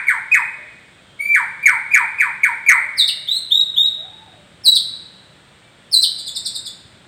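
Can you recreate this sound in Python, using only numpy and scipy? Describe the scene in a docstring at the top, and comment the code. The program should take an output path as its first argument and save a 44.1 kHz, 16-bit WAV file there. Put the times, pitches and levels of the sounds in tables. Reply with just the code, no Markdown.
"""A caged songbird on a tiled porch, a few metres from a phone, opens with falling whoops led in by low whistles.
Swoops cut off by steep flicks and rising whistles follow, with a dove's coo far off in mid-song, then quick chips.
Each note is a gliding sine with overtones; the floor and hard walls together answer louder than the bird.
Street hiss and hum, made of coloured noise, run throughout, with a few faint short tones.
The loudest notes overload the input."""
import sys
import numpy as np
from scipy import signal
from scipy.fft import rfft, irfft, next_fast_len
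from scipy.io import wavfile
from scipy.ndimage import uniform_filter1d, map_coordinates

SR = 44100
rng = np.random.default_rng(int(sys.argv[2]) if len(sys.argv) > 2 else 0)


def voltage_ratio(decibels):
    """Convert decibels (scalar or array-like) to amplitude ratios, 20 dB per decade."""
    exponent = np.asarray(decibels, float) / 20
    return 10 ** exponent


def to_wav(sig):
    """Store sig (one row per channel, or 1-D mono) as 16-bit WAV at the path in sys.argv[1].

    Samples outside -1..1 are clipped; the rate is SR.
    """
    pcm = np.clip(np.atleast_2d(sig), -1, 1) * 32767
    pcm = np.round(pcm).astype(np.int16)
    wavfile.write(sys.argv[1], SR, pcm.T)  # frames by channels


N = 311787
LEAD_IN = SR // 4  # samples ahead of the scene, so that a note may already be sounding at its start
STEP_S = 0.001  # spacing of the points along a note

# Falling whoops. Each row: start in seconds, start pitch in Hz, relative level in dB, stretch in time (factor).
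WHOOPS = [(-.115, 2424, -10.5, 0.7), (0.079, 2300, -10.5, 1.01), (.337, 2351, -10.5, 0.87),
          (1.341, 2342, -10, 0.96), (1.655, 2342, -9.5, 1.186), (1.936, 2382, -9, 1.064),
          (2.197, 2410, -11, 1.01), (2.432, 2352, -11, 0.93), (2.683, 2358, -9, 1.01)]
# Overtones of whoops and lead-in whistles: relative level in dB of multiples 2, 3, ..
LOW_OVERTONES = [-27.5, -33, -31, -49.5, -30, -48.5]
# Overtones of swoops, flicks and rising whistles: relative level in dB of multiples 2, 3, ..
HIGH_OVERTONES = [-24, -28, -21.5]
# The high voice is loudest in its middle. Each row: pitch in Hz, level change in dB.
HIGH_LOUD = [(2800, -13.5), (3300, -16.5), (3700, -0.5), (4000, -2), (4300, -2), (4650, -5.5),
             (5200, -14.5), (5700, -20.5), (6400, -13)]
# How rich the high whistles are at each pitch. Each row: pitch in Hz, overtone change in dB.
WHISTLE_RICH = [(2800, -19), (3300, 4), (3550, -7.5), (3780, -10), (4000, -2.5), (4300, 0.5), (4600, 5),
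                (5000, 9.5), (6000, 1.5)]
# Equally rich at every pitch. Each row: pitch in Hz, overtone change in dB.
EVEN = [(1000, 0)]


def unit(x):
    """x at rms 1."""
    return x / np.sqrt(np.mean(x ** 2) + 1e-20)


def along(points, hz):
    """Reads a curve of (Hz, value) points on a log frequency axis."""
    f, v = np.transpose(points)
    return np.interp(np.log(hz + 1), np.log(f + 1), v)


def filtered(x, points):
    """x coloured by (Hz, dB) points."""
    m = next_fast_len(len(x) + 8192)
    gain = voltage_ratio(along(points, np.fft.rfftfreq(m, 1 / SR)))
    return irfft(rfft(x, m) * gain, m)[:len(x)]


def steps(length):
    """Times along a note in seconds."""
    return np.arange(0, length, STEP_S)


def wander(places):
    """Smooth random curve read at the given places, one fresh value per whole number."""
    return map_coordinates(rng.standard_normal(64), [places], mode="wrap")


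def add(out, s, hz, db, overtones_db, richness):
    """Adds one note from s on, pitch and level given every step: a gliding sine and its multiples, with soft ends."""
    t = np.arange(round((len(hz) - 1) * STEP_S * SR)) / SR
    points_s = STEP_S * np.arange(len(hz))
    hz, db = (uniform_filter1d(np.interp(t, points_s, v), size=80, mode="nearest") for v in (hz, db))
    rich = voltage_ratio(0.18 * (db - db.max()) + along(richness, hz))  # overtones grow with effort
    flutter = wander(t * 110)  # the voice is never quite steady
    hz = hz * (1 + 0.0047 * flutter)
    db = db + 2.44 * flutter[::-1]
    phase = 2 * np.pi * (np.cumsum(hz) / SR + rng.random())
    overtones = 0
    for k, level in enumerate(overtones_db, 2):
        audible = hz * k < SR / 2.5  # leaves out what lies too high
        overtones = overtones + voltage_ratio(level) * audible * np.sin(k * phase)
    ends = np.clip(np.minimum(t, t[-1] - t) / 0.004, 0, 1)
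    out[LEAD_IN + round(s * SR):][:len(t)] += voltage_ratio(db) * ends * (np.sin(phase) + rich * overtones)


def street():
    """Far traffic and air: a smooth hiss over a low hum that swells, both coloured noise."""
    # Colour of the hiss. Each row: frequency in Hz, relative density in dB per Hz.
    hiss_colour = [(240, -44), (400, -8.5), (600, -5.5), (700, -8.5), (1100, -11), (1500, -8), (2700, -12),
                   (3600, -9), (4900, -22), (6200, -27.5), (8500, -17.5), (9400, -28.5), (10300, -41),
                   (15600, -39)]
    # Colour of the hum. Each row: frequency in Hz, relative density in dB per Hz.
    hum_colour = [(24, -41), (40, -13.5), (103, -1.5), (193, -2.5), (222, -7.5), (377, -9.5), (420, -26.5),
                  (550, -47.5), (920, -120)]
    # Swell of the hum. Each row: time in seconds, rms level in dB.
    hum_swell = [(0.0, -54), (0.49, -54), (3.52, -54.5), (4.75, -50.5), (5.57, -55), (7.07, -51)]
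    s, db = np.transpose(hum_swell)
    hiss = voltage_ratio(-50.5) * unit(filtered(rng.standard_normal(N), hiss_colour))
    hum = unit(filtered(rng.standard_normal(N), hum_colour))
    return hiss + voltage_ratio(np.interp(np.arange(N) / SR, s, db)) * hum


def short_tones(calls):
    """Faint short tones: plain sines, each around one pitch; the one at 2.8 s carries on the low end of the
    last whoop."""
    # Each row: start in seconds, pitch in Hz, relative level in dB, length in seconds.
    tones = [(0.58, 600, -54, 0.056), (1.07, 3197, -60.5, 0.085), (2.806, 600, -52.5, 0.054),
             (3.171, 607, -55.5, 0.045), (3.745, 1066, -62.5, 0.049), (5.619, 2322, -63, 0.073)]
    for s, hz, db, length in tones:
        level = np.ones_like(steps(length))
        add(calls, s, hz * level, db * level, [], EVEN)


def far_dove(calls):
    """A dove's coo: the pitch arches up and back, then lingers low as the call tires."""
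    # One row: start in seconds, length of the arch in seconds, low pitch in Hz, top pitch in Hz.
    coo = (3.975, .39, 590, 890)
    trail_s, tires_db_per_s = 0.11, 19
    s, length, low, top = coo
    t = steps(length + trail_s)
    arch = np.sin(np.pi * np.minimum(t / length, 1)) ** 1.1
    db = -51 - 2.5 * (1 - arch)  # softer at its low ends
    db = db - tires_db_per_s * t - 0.5 * wander(25 * t)  # comes and goes
    add(calls, s, low + (top - low) * arch, db, [-14, -18], EVEN)


def dove_and_tones():
    """The dove and the faint short tones."""
    faint = np.zeros(LEAD_IN + N)
    far_dove(faint)
    short_tones(faint)
    return faint


def porch(x, early_db, late_db):
    """Dense answers of tiles and doors that die fast, over a slower tail; each band has its own speeds."""
    # Each row: frequency in Hz, early t60 in seconds, late t60 in seconds.
    decay = [(600, 0.16, 0.57), (1200, 0.25, 1), (2300, 0.23, 1), (4000, 0.21, 0.87), (7800, 0.23, 0.74),
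             (10500, 0.054, 0.54), (15000, .15, .36)]
    hz, t, z = signal.stft(rng.standard_normal(SR), SR, nperseg=256)
    points, *t60s = np.transpose(decay)
    early, late = (voltage_ratio(-60 * t / along(np.transpose([points, t60]), hz)[:, None]) for t60 in t60s)
    envelope = voltage_ratio(early_db) * early + voltage_ratio(late_db) * late
    tail = signal.istft(z * envelope, SR, nperseg=256)[1][:SR]
    # the crowd of reflections builds up after the first few
    arrive = np.clip((np.arange(SR) / SR - 0.005) / 0.00083, 0, 1)
    return signal.fftconvolve(x, arrive * tail)[:len(x)]


def echoes(x, floor_db):
    """Delayed copies: one strong bounce off the tiled floor and others off the nearest doors and walls."""
    # The tiles answer sooner once the bird shifts on its perch. Each row: time in seconds, delay in ms.
    floor = [(0, 4.09), (2.9, 4.09), (2.94, 3.31), (7.07, 3.31)]
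    # Answers from doors and walls: delays in ms.
    wall_ms = [10.02, 12.68, 13.45, 15.1, 17.89]
    # The same answers: levels in dB.
    wall_db = [-3.5, -12.5, -23.5, -46, -24.5]
    n = np.arange(len(x))
    s, ms = np.transpose(floor)
    delay = np.interp((n - LEAD_IN) / SR, s, ms) * SR / 1000
    out = voltage_ratio(floor_db) * map_coordinates(x, [n - delay])
    for ms, db in zip(wall_ms, wall_db):
        out = out + voltage_ratio(db) * np.roll(x, round(ms * SR / 1000))
    return out


def leads(song):
    """Low whistles that start flat, peak, drop to a held level and last until the next whoop."""
    # Each row: start in seconds, time to the peak in seconds, final pitch in Hz, peak in dB, held level in dB
    # (both levels relative).
    lead_rows = [(.066, .007, 2330, -8.5, -13.5), (0.311, .008, 2510, -15, -13),
                 (1.188, .02, 2345, -17, -21), (1.624, .008, 2405, -15.5, -33.5),
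                 (1.906, .021, 2466, -10, -23.5), (2.18, .011, 2480, -12, -16.5),
                 (2.417, .012, 2320, -23.5, -35), (2.66, .006, 2400, -14, -35)]
    scoop, settles = 0.07, 0.26  # flat by this share of the pitch, settling in this share of the length
    rise_db, drop_db_per_s = 19, 1799.5
    end_db, end_s, overlap_s = 11.5, 0.016, 0.00092
    for s, peak, hz, peak_db, held_db in lead_rows:
        length = min(whoop[0] for whoop in WHOOPS if whoop[0] > s) + overlap_s - s
        t = steps(length)
        rise = peak_db - rise_db * (1 - t / peak)
        drop = np.maximum(peak_db - drop_db_per_s * (t - peak), held_db)
        db = np.where(t < peak, rise, drop)
        db = db - end_db * np.maximum(1 - (length - t) / end_s, 0)
        hz = hz * (1 - scoop * np.exp(-t / (settles * length)))
        add(song, s, hz, db, LOW_OVERTONES, EVEN)


def whoops(song):
    """A whoop holds briefly, sinks to a shelf, rests there and slides off it as it dies."""
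    # Lower is softer. Each row: pitch in Hz, level change in dB.
    loud = [(600, -46.5), (780, -29.5), (880, -16.5), (1000, -17), (1250, -15.5), (1650, -3.5),
            (1850, -0.5), (2080, 1), (2350, 6.5)]
    # How rich the voice is at each pitch. Each row: pitch in Hz, overtone change in dB.
    rich = [(600, -8.5), (880, -11), (1000, 7), (1900, -4), (2350, -5)]
    # times are those of a whoop of stretch 1; the shelf and slide are shares of the start pitch
    length_s, hold_s, sink_s, sink_bend = 0.1108, 0.0015, 0.031, 1.3
    shelf, slide_s, slide_per_s = 0.365, 0.085, 3.4
    attack_s, attack_db = 0.0033, 2
    for s, hz, db, stretch in WHOOPS:
        t = steps(length_s * stretch) / stretch
        sink = np.exp(-(np.maximum(t - hold_s, 0) / sink_s) ** sink_bend)
        slide = slide_per_s * np.maximum(t - slide_s, 0)
        hz = hz * (shelf + (1 - shelf) * sink - slide)
        shape_db = along(loud, hz) - attack_db * np.maximum(1 - t / attack_s, 0)
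        add(song, s, hz, db + shape_db, LOW_OVERTONES, rich)


def swoops(song):
    """Whistles that fall from the top, settle, drift and sag in level."""
    # Each row: start in seconds, length in seconds, settled pitch in Hz, drift in Hz per second,
    # relative peak level in dB.
    swoop_rows = [(2.965, 0.076, 3966, -6800, -12.5), (4.635, 0.11, 3954, -900, -8),
                  (5.913, .108, 3863, 2201, -7)]
    fall_hz, settle_s, bend = 1462, 0.021, 1.8
    hold_s, sag_db = 0.053, 12.5
    for s, length, settled, drift, db in swoop_rows:
        t = steps(length)
        hz = settled + drift * t + fall_hz * np.exp(-(t / settle_s) ** bend)
        shape_db = along(HIGH_LOUD, hz) - np.interp(t, [hold_s, length], [0, sag_db])
        add(song, s, hz, db + shape_db, HIGH_OVERTONES, WHISTLE_RICH)


def flicks(song):
    """The steep fall that cuts a swoop off: it speeds up, then eases down a little further."""
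    # Each row: start in seconds, top pitch in Hz, bottom pitch in Hz, fall in seconds, relative level in dB.
    flick_rows = [(3.071, 5250, 2990, .02, -7.5), (4.74, 5527, 3365, .029, -9.5),
                  (6.016, 5446, 3174, 0.028, -6)]
    bend, foot_s, foot_hz = 1.4, 0.0077, 328
    onset_hz, onset_s = 1095, 0.002995  # it breaks in above its top pitch
    for s, top, bottom, length, db in flick_rows:
        t = steps(length + foot_s)
        fall = (bottom - top) * np.minimum(t / length, 1) ** bend
        hz = top + fall + onset_hz * np.exp(-t / onset_s)
        hz = hz - foot_hz * np.maximum(t - length, 0) / foot_s
        add(song, s, hz, db + along(HIGH_LOUD, hz), HIGH_OVERTONES, WHISTLE_RICH)


def rises(song):
    """Whistles that scoop up to a pitch, glide upward and end in an upward jerk."""
    # Each row: start in seconds, length in seconds, held pitch in Hz, climb in Hz per second,
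    # relative level in dB.
    rise_rows = [(3.271, 0.11, 3636, 5880, -16), (3.503, .107, 3734, 990, -11.5),
                 (3.758, 0.11, 3627, 2350, -12.5)]
    from_hz, scoop_s, attack_s, attack_db = 2830, 0.009, 0.015, 26
    jerk_s, jerk_hz, jerk_fade_db, sag_db = 0.014, 4470, 15.5, 4.5
    for s, length, held, climb, db in rise_rows:
        t = steps(length)
        hz = held + climb * t - (held - from_hz) * np.exp(-t / scoop_s)
        jerk = np.clip(1 - (length - t) / jerk_s, 0, 1)
        shape_db = np.interp(t, [0, attack_s, length], [-attack_db, 0, -sag_db])
        shape_db = shape_db - jerk_fade_db * np.sqrt(jerk)
        add(song, s, hz + (jerk_hz - hz) * jerk, db + shape_db, HIGH_OVERTONES, WHISTLE_RICH)


def chips(song):
    """Quick falls, softer in mid-fall; after landing the pitch lifts a little as the chip stops."""
    # Each row: start in seconds, top pitch in Hz, bottom pitch in Hz, fall in seconds, relative level in dB.
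    chip_rows = [(6.179, 5150, 3455, 0.018, -29), (6.257, 5200, 3453, 0.026, -29),
                 (6.348, 5600, 3580, .021, -24), (6.448, 5950, 3466, 0.02, -20.5),
                 (6.541, 5400, 3640, 0.022, -25.5), (6.65, 5350, 3460, .02, -27.5)]
    # Relative level in dB of multiples 2, 3, ..
    chip_overtones = [-23.5, -33.5, -40]
    # How rich the voice is at each pitch. Each row: pitch in Hz, overtone change in dB.
    rich = [(3400, 18), (4400, 5.5), (5200, -10.5)]
    foot_s, foot_hz = 0.013, 100
    for s, top, bottom, length, db in chip_rows:
        t = steps(length + foot_s)
        corners = [0, length / 2, length, length + foot_s]
        hz = np.interp(t, corners, [top, (top + bottom) / 2, bottom, bottom + foot_hz])
        shape_db = np.interp(t, corners, [4, -0.5, 0, -17])
        add(song, s, hz, db + shape_db, chip_overtones, rich)


def songbird():
    """The whole song, coloured by the microphone; every kind of note repeats one shape."""
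    # Colour of the microphone. Each row: frequency in Hz, gain in dB.
    mic = [(500, -6), (2500, 0.77), (4000, 0), (5200, -6), (6200, -12.5), (7200, 0), (8600, 17.5),
           (9400, 5), (10200, -2.5), (11500, 6), (13000, 5), (14100, 3), (15200, -3.5), (15700, -1.5)]
    song = np.zeros(LEAD_IN + N)
    for notes in (leads, whoops, swoops, flicks, rises, chips):
        notes(song)
    return filtered(song, mic)


def scene():
    """The street, the dove and faint tones, and the bird with its echoes."""
    # The bird sings across the porch, so less treble comes straight. Each row: frequency in Hz, gain in dB.
    shadow = [(3000, 0.28), (6000, -2), (12000, -4)]
    bird, faint = songbird(), dove_and_tones()
    straight = filtered(bird, shadow)
    song = straight + echoes(straight, floor_db=-2.0) + porch(bird, early_db=-27.5, late_db=-38.0)
    behind = 1.4 * faint + porch(faint, early_db=-28.5, late_db=-30.5)
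    return ((song + behind)[LEAD_IN:] + street())[None]


def top_cut(x):
    """Nothing passes above the cut-off."""
    return signal.sosfilt(signal.butter(12, 15770, fs=SR, output="sos"), x)


def record(dry):
    """The input stage flattens the loudest peaks."""
    full_scale, knee = 0.745, 16  # amplitude limit; hardness of its corner
    flat = dry / (1 + np.abs(dry / full_scale) ** knee) ** (1 / knee)
    return top_cut(flat)


dry = scene()
out = record(dry)
to_wav(out)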